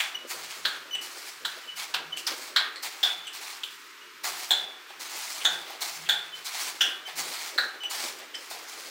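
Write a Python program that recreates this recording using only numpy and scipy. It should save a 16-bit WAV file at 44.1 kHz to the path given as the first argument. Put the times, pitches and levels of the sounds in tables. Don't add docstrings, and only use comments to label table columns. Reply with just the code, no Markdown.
import sys
import numpy as np
from scipy import signal
from scipy.fft import rfft, irfft, next_fast_len
from scipy.io import wavfile
from scipy.ndimage import uniform_filter1d, map_coordinates

SR = 44100
rng = np.random.default_rng(int(sys.argv[2]) if len(sys.argv) > 2 else 0)


def digitize_waveform(pressure):
    field = np.atleast_2d(pressure).T
    bounded = np.clip(field, -1, 1)
    quanta = np.round(bounded * 32767).astype(np.int16)
    wavfile.write(sys.argv[1], SR, quanta)


def invert_db(level):
    return 10 ** (np.asarray(level, dtype=float) / 20)


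N = 392490
STEP = 16


def unit(x):
    return x / np.sqrt(np.mean(x ** 2) + 1e-20)


def along(points, hz):
    f, v = np.transpose(points)
    return np.interp(np.log(hz + 1), np.log(f + 1), v)


def filtered(x, response):
    m = next_fast_len(len(x) + 8192)
    return irfft(rfft(x, m) * response(np.fft.rfftfreq(m, 1 / SR)), m)[:len(x)]


def coloured(x, spectrum):
    return unit(filtered(x, lambda f: invert_db(along(spectrum, f))))


def modes(table):
    def response(f):
        return sum((-1) ** k * invert_db(db) * 1j * f * w / (c * c - f * f + 1j * f * w)
                   for k, (c, w, db) in enumerate(table))
    return response


def steep(f, hz, width, db):
    return modes([(hz, width, db)])(f) * modes([(hz, 5 * width, 0)])(f)


def wobble(rate):
    knots = rng.standard_normal(int(N * rate / SR) + 4)
    return map_coordinates(knots, [np.arange(N) * rate / SR])


def grains(n, share, spread_db):
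    draw = rng.random((3, n))
    size = invert_db(-spread_db * np.log(draw[2] + 0.009))
    return unit((draw[0] < share) * np.sign(draw[1] - .5) * size)


def patchy(x, depth_db):
    z = signal.stft(x, nperseg=512)[2]
    field = uniform_filter1d(rng.standard_normal(z.shape), 9, 0)
    field = uniform_filter1d(field, 7, 1)
    return unit(signal.istft(z * invert_db(depth_db * unit(field)), nperseg=512)[1][:len(x)])


def even(x):
    z = rfft(x)
    return irfft(z / np.sqrt(uniform_filter1d(np.abs(z) ** 2, size=9) + 1e-12), len(x))


def burst(s, db, rise_s, fall_db_per_s):
    since = np.clip(np.arange(0, N + STEP, STEP) / SR - s, 0, 2)
    return (invert_db(db - fall_db_per_s * since) * (1 - np.exp(-since / rise_s))) ** 2


def gain(power):
    return np.interp(np.arange(N) / STEP, np.arange(len(power)), np.sqrt(power))


def add(track, s, x):
    part = track[round(s * SR):][:len(x)]
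    part += x[:len(part)]


# frequency_hz, t60_s
WALL_DECAY = [(300, 1), (1500, 0.54), (3500, 0.3), (8000, 0.22), (15000, 0.088)]


def room(x, wet_db):
    hz, t, z = signal.stft(rng.standard_normal(SR // 2), SR, nperseg=256)
    decay = invert_db(-60 * t / along(WALL_DECAY, hz)[:, None])
    tail = signal.istft(z * decay, SR, nperseg=256)[1]
    tail = np.pad(tail / np.linalg.norm(tail), (round(.005 * SR), 0))
    tail[0] = invert_db(-wet_db)
    return invert_db(wet_db) * signal.fftconvolve(x, tail)


# frequency_hz, density_db_per_hz
OUTDOOR_SPECTRUM = [(180, -28.5), (270, -13.5), (355, -7.5), (450, -8), (600, -49), (900, -9), (1250, -2.5),
                    (2500, -5.5), (5500, -14), (12000, -28), (15000, -19), (16000, -41)]


def outdoors():
    return invert_db(-48.0 + 0.2 * wobble(2.9)) * coloured(rng.standard_normal(N), OUTDOOR_SPECTRUM)


# loudest_s, slump_level_db, room_boom_level_db
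LUMP_LANDINGS = [(0.22, -51.5, -67), (0.35, -56.5, -79), (0.64, -49, -63.5), (1.0, -52, -70),
                 (1.48, -53.5, -68), (1.96, -47.5, -63.5), (2.3, -51.5, -69), (2.65, -52.5, -76),
                 (3.15, -79, -73), (3.37, -62, -83), (3.85, -82, -76), (4.29, -53.5, -77),
                 (4.56, -56.5, -74), (4.93, -73, -71), (5.06, -56, -81), (5.45, -48, -80), (5.55, -65, -69),
                 (5.9, -61, -70), (6.17, -80, -68), (6.32, -59, -68), (6.6, -55, -68), (6.82, -52, -73),
                 (7.21, -48.5, -63.5), (7.58, -50, -80), (7.93, -50, -83), (8.08, -52, -67.5),
                 (8.3, -56, -80), (8.55, -55, -72), (8.8, -51, -70)]
# frequency_hz, density_db_per_hz
SLUMP_SPECTRUM = [(120, -57), (205, -29), (245, -2.5), (300, -4), (355, 4.5), (420, -1), (520, 1.5),
                  (650, 1), (900, -50), (1500, -90)]
# frequency_hz, density_db_per_hz
BOOM_SPECTRUM = [(15, -30), (25, -8), (32, -14), (60, -7), (97, -7.5), (130, -11), (162, 6), (210, -13),
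                 (270, -37), (460, -120)]


def heap():
    rise_s = 0.083
    wet, low = invert_db(-72) ** 2, invert_db(-84) ** 2
    for s, slump_db, boom_db in LUMP_LANDINGS:
        wet = wet + burst(s - rise_s, slump_db + 3.5, rise_s, fall_db_per_s=40.5)
        low = low + burst(s - rise_s, boom_db + 7.5, rise_s, fall_db_per_s=60)
    lumps = grains(N, share=.01, spread_db=0.0)
    slump = gain(wet) * invert_db(4.0 * wobble(24)) * coloured(lumps, SLUMP_SPECTRUM)
    boom = gain(low) * invert_db(7.1 * wobble(6.9)) * coloured(rng.standard_normal(N), BOOM_SPECTRUM)
    return slump + boom


# loudest_s, lead_in_s, pitch_hz, level_db, overtones_db
SOCKET_SLIPS = [(0.155, 0.01, 2920, -39.5, 9), (0.951, 0.043, 2955, -41.5, 11),
                (0.993, 0.011, 2925, -47, -9), (1.639, 0.008, 2990, -59, -5),
                (1.701, 0.026, 2960, -43.5, -13), (2.133, 0.012, 2998, -41, -2),
                (3.274, 0.025, 3005, -56, 15), (4.02, 0.008, 2900, -59, -7), (6.342, 0.02, 3030, -49.5, -7),
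                (7.066, 0.016, 3066, -50, 8), (7.861, 0.057, 2950, -43, 4), (8.351, 0.012, 3060, -45.5, 4)]
# loudest_s, lead_in_s, pitch_hz, level_db, overtones_db
ROUGH_SLIPS = [
    (5.42, 0.015, 3000, -47, -8),
    (6.07, 0.015, 3110, -51.5, -8),
]
# multiple, level_db
SLIP_OVERTONES = [(1, 9.5), (2, -14), (3, -34), (4, -28), (5, -24)]


def squeaks():
    tail_s, sag_hz = 0.018, 61
    out = np.zeros(N)
    slips = [(*row, 18) for row in SOCKET_SLIPS] + [(*row, 400) for row in ROUGH_SLIPS]
    for s, lead, hz, db, harsh_db, waver_hz in slips:
        t = np.arange(-lead, tail_s, 1 / SR)
        before = np.clip(-t / lead, 0, 1)
        scatter = waver_hz * unit(uniform_filter1d(rng.standard_normal(len(t)), size=40))
        turn = 2 * np.pi * np.cumsum(hz + sag_hz * before + scatter) / SR
        tone = sum(invert_db(g + harsh_db * (k > 1)) * np.sin(k * turn) for k, g in SLIP_OVERTONES)
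        fade = np.clip(np.minimum(t + lead, tail_s - t) / .003, 0, 1)
        level_db = db + 5.5 - 10.5 * before - 900 * np.maximum(t, 0)
        level_db += 1.3 * unit(uniform_filter1d(rng.standard_normal(len(t)), size=150))
        add(out, s - lead, room(invert_db(level_db) * fade * tone, wet_db=-6.5))
    return out


# start_s, peak_db, edge_hz, pan_mode_db, grit_db
HARD_BLOWS = [(0.0, -12.5, 3390, -9.5, -22), (0.652, -11.5, 4270, -2, -35),
              (1.4497, -13.5, 3140, -6, -10.5), (1.941, -14, 2750, -2, -5.5),
              (2.2677, -13.5, 4950, -21, -12), (2.5618, -9, 4050, -3.5, -2.5), (3.031, -7, 3475, -15, -24),
              (3.6348, -18.5, 2940, -12, -14), (4.5076, -6.5, 3480, -15, -41),
              (5.451, -7.5, 3530, -6.5, -6.5), (6.0902, -7, 3476, -10.5, -21), (6.809, -7.5, 2940, -9, -17),
              (7.5797, -9.5, 3990, -0.5, -31)]


def blow_dip_db():
    s = np.array([row[0] for row in HARD_BLOWS])
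    t = np.arange(N) / SR
    since = t - s[np.maximum(np.searchsorted(s, t) - 1, 0)]
    return -9 * np.exp(-np.abs(since) / .09) * (since >= 0)


# start_s, level_db
GRAIN_SNAPS = [
    (2.172, -41),
    (4.488, -42),
    (4.905, -59),
    (5.165, -43),
    (5.7, -43),
    (7.08, -55),
    (7.835, -46),
    (8.19, -56),
]
# start_s, length_s, bite_db, push_db, blade_drag_over_grit_db
MORTAR_STROKES = [(0.27, 0.03, -47, -52, -1), (0.29, 0.4, -38.5, -46, 4.5), (1.008, 0.42, -42.5, -47.5, 3),
                  (1.755, 0.13, -45, -42.5, 6), (2.163, 0.04, -42, -55, -6), (2.335, 0.19, -48, -45.5, 4.5),
                  (2.822, 0.36, -37.5, -51.5, 6.5), (3.327, 0.29, -44.5, -45.5, 4),
                  (3.7, 0.24, -52, -61, -18), (4.233, 0.3, -35.5, -43, 4.5), (4.366, 0.05, -44, -42, 1),
                  (4.884, 0.039, -73, -58, 18), (4.991, 0.53, -43.5, -41, 3),
                  (5.804, 0.27, -35, -43.5, 2.5), (6.34, 0.23, -53.5, -53.5, 5),
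                  (6.443, 0.06, -39.5, -41, 4.5), (6.515, 0.22, -61.5, -36.5, 3.5),
                  (7.062, 0.05, -52.5, -56, 13.5), (7.152, 0.026, -46, -41, -1), (7.167, 0.41, -36, -41, 4),
                  (7.895, 0.24, -39.5, -38.5, 4), (8.172, 0.08, -57, -57, 11.5), (8.36, 0.17, -62, -51, 1),
                  (8.497, 0.79, -43, -47.5, 4)]
# start_s, grit_db, blade_drag_db, fall_db_per_s
EDGE_SKIDS = [(0.0, -38.5, -23, 136), (0.655, -41, -28.5, 102), (1.45, -45.5, -37, 65),
              (1.944, -45, -23, 263), (2.27, -35.5, -21.5, 200), (2.565, -57, -20.5, 150),
              (3.034, -41.5, -27, 103), (3.635, -47.5, -47, 153), (4.508, -36.5, -24, 159),
              (5.452, -48.5, -38.5, 22), (6.09, -38, -27, 126), (6.815, -37.5, -29, 123),
              (7.582, -45, -33, 110)]


def rubbing():
    rise_s = 0.012
    t = np.arange(0, N + STEP, STEP) / SR
    grit = drag = invert_db(-67) ** 2
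    fizz = sum(burst(row[0], row[1] - 31, 0.00033, 704) for row in HARD_BLOWS)
    fizz = fizz + sum(burst(s, db, .002, 900) for s, db in GRAIN_SNAPS)
    for s, length, bite_db, push_db, drag_db in MORTAR_STROKES:
        arch_db = -9 * (2 * np.clip((t - s) / length, 0, 1) - 1) ** 2
        arch_db = arch_db - 120 * np.clip(t - s - length, 0, 1)
        bite = burst(s, bite_db + 5.5, rise_s, fall_db_per_s=175)
        power = bite + burst(s, push_db, rise_s, 0) * invert_db(arch_db) ** 2
        grit = grit + power
        drag = drag + burst(s, drag_db - 0.5, rise_s, 0) * power
        fizz = fizz + burst(s, bite_db - 14, 0.0054, fall_db_per_s=211)
    for s, grit_db, drag_db, fall in EDGE_SKIDS:
        grit = grit + burst(s, grit_db, 0.00067, fall)
        drag = drag + burst(s, drag_db, 0.0013, fall)
    return gain(grit), gain(drag), gain(fizz)


# frequency_hz, density_db_per_hz
GRIT_SPECTRUM = [(1200, -54), (2100, -18), (3000, -11.5), (4300, -1.5), (7400, -4.5), (10500, -10),
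                 (13300, -14), (15300, -10), (16000, -12.5)]
# frequency_hz, width_hz, level_db
DRAG_MODES = [(709, 237, 2.5), (1170, 1330, 1), (2220, 480, 5.5), (3460, 1080, 4.5), (4270, 1710, -3.5)]
# frequency_hz, density_db_per_hz
FIZZ_SPECTRUM = [(3000, -22), (6000, -18), (9000, -2), (12000, -0.5), (14000, 20), (15800, 6.5)]


def strokes():
    grit_gain, drag_gain, fizz_gain = rubbing()
    clumps_db = 1.5 * wobble(45)
    sand = patchy(grains(N, share=.2, spread_db=3), depth_db=1.3)
    stones = 0.5 * grains(N, share=.004, spread_db=0.5)
    grit = grit_gain * invert_db(2.5 + clumps_db) * coloured(sand, GRIT_SPECTRUM)
    blade = unit(filtered(sand + stones, modes(DRAG_MODES)))
    drag = drag_gain * invert_db(clumps_db - 1.5 + blow_dip_db()) * blade
    return room(grit + drag + fizz_gain * coloured(sand, FIZZ_SPECTRUM), wet_db=-14.5)[:N]


CLEAN_WIDTH_HZ, PAN_HZ = 189, 1551
# partner_hz, partner_re_edge_db, upper_hz, upper_re_edge_db
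BLOW_SIDE_MODES = [(2370, 2, 7200, -12), (3300, -1, 12000, -43), (3950, 2.5, 7500, -14.5),
                   (3870, -2, 4500, -3), (5900, -8, 10500, -16), (3300, -5, 4500, -10),
                   (4250, -20, 4960, -11), (3480, 2, 7550, -16), (4100, -10, 7300, -12.5),
                   (3800, -23, 6500, -9.5), (4460, -18, 6900, -15), (3383, -2, 5700, -9.5),
                   (4400, -5.5, 7300, -25)]
# start_s, peak_db, edge_hz, pan_mode_db, shaft_mode_db
LIGHT_TAPS = [(0.949, -23, 2900, -5, -18), (1.6904, -36, 2880, -28, -33), (1.943, -35.5, 4800, -10, 5),
              (2.171, -20, 2900, -27, -25), (2.7587, -28.5, 4240, -2, -25), (2.828, -28.5, 4470, -18, -18),
              (3.27, -24.5, 2970, -34, -48), (4.2433, -32.5, 4950, 5, 3), (4.9018, -44, 4530, -4, 5.5),
              (5.6996, -44.5, 3300, 1, 9.5), (5.8165, -23, 4150, -20, -8), (7.0794, -36.5, 4760, 5, 1),
              (7.582, -37, 4400, 8, 7.5), (7.8344, -25.5, 2860, -30, -9), (8.21, -42, 3400, 2, 0),
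              (8.3443, -27.5, 3090, -3, -39), (8.348, -26.5, 5140, -13, -18),
              (8.5111, -33.5, 3650, -7.5, 1.5)]


def contacts():
    hits = []
    for (s, db, hz, pan_db, grit_db), side in zip(HARD_BLOWS, BLOW_SIDE_MODES):
        width_hz = np.clip(CLEAN_WIDTH_HZ + 62 * (-6.5 - db), 120, 754)
        shaft_db = -19 - 0.0515 * (width_hz - CLEAN_WIDTH_HZ)
        hits.append((s, db, hz, width_hz, PAN_HZ, pan_db, grit_db, shaft_db, side))
    for s, db, hz, pan_db, shaft_db in LIGHT_TAPS:
        side = (1.14 * hz, -29.5, 7880, -8)
        hits.append((s, db, hz, 350, 1900, pan_db, -22, shaft_db, side))
    return hits


FREE_MODES = [1410, 1465, 1579, 1683, 2880, 2990, 3370, 3510, 3400, 3550, 3480, 3770, 4020, 4280]


def ringing():
    free_db, free_pan_db, t60_s = -21, -17, 0.55
    out, t = np.zeros(N), np.arange(SR // 2) / SR
    for s, db, hz, damping, _, pan_db, _, _, (mate_hz, mate_db, *_) in contacts()[:len(HARD_BLOWS)]:
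        for free_hz in FREE_MODES:
            drive = steep(free_hz, hz, 230, free_db) - steep(free_hz, mate_hz, 230, free_db + mate_db)
            size = np.abs(drive + steep(free_hz, PAN_HZ, 190, pan_db + free_pan_db))
            drift = np.cumsum(rng.normal(0, 0.0062, len(t)))
            turn = 2 * np.pi * (free_hz * (1 + rng.normal(0, 0.00594)) * t + drift)
            decay = invert_db(db + rng.normal(0, 1.85) - 60 * t / t60_s) * (1 - np.exp(-t / 0.0042))
            add(out, s, size * CLEAN_WIDTH_HZ / damping * decay * np.sin(turn))
    return out


# frequency_hz, level_db
CRACK_SPECTRUM = [(300, -36), (900, 33), (2500, 23), (5500, -43), (7500, 23), (9000, 9), (12000, 9),
                  (16000, -28)]


def blows():
    out, t = np.zeros(N), np.arange(SR // 10) / SR
    contact = (1 - np.exp(-t / 0.002)) * np.exp(-(t / 0.012) ** 2)
    for s, db, hz, damping, pan_hz, pan_db, grit_db, shaft_db, side in contacts():
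        mate_hz, mate_db, upper_hz, upper_db = side
        chatter = even(grains(len(t), share=.06, spread_db=4) * contact) * (t < .05)
        edge = filtered(chatter, lambda f: steep(f, hz, damping, 0) - steep(f, mate_hz, damping, mate_db))
        pan = filtered(chatter, lambda f: steep(f, pan_hz, 0.88 * damping, 0)
                       - steep(f, pan_hz * 1.22, 390, -9))
        upper = filtered(chatter, lambda f: steep(f, upper_hz, 700, 0))
        shaft = filtered(chatter, modes([(790, 120, -1), (339, 82, -15.5)]))
        crack = coloured(grains(len(t), share=0.37, spread_db=2.5) * contact, CRACK_SPECTRUM)
        parts = [(edge, 0), (pan, pan_db - 2), (crack, grit_db - 7.5), (shaft, shaft_db), (upper, upper_db)]
        hit = sum(invert_db(db + part_db - 2.0) * p / np.abs(p).max() for p, part_db in parts)
        wet_db = -1.5 - 0.0097 * (damping - CLEAN_WIDTH_HZ)
        add(out, max(s - .002, 0), room(hit, wet_db))
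    return out


def scene():
    return (outdoors() + heap() + squeaks() + strokes() + ringing() + blows())[None]


def band_limit(x):
    return signal.sosfilt(signal.butter(12, 16860, fs=SR, output="sos"), x)


def record(dry):
    ceiling, low_hz, top_hz = .43, 70, 15850
    held = dry[0] / (1 + np.abs(dry[0] / ceiling) ** 6) ** (1 / 6)
    heard = filtered(held, lambda hz: (hz < top_hz) * hz ** 2 / (hz ** 2 + low_hz ** 2))
    return band_limit(heard[None])


dry = scene()
out = record(dry)
digitize_waveform(out)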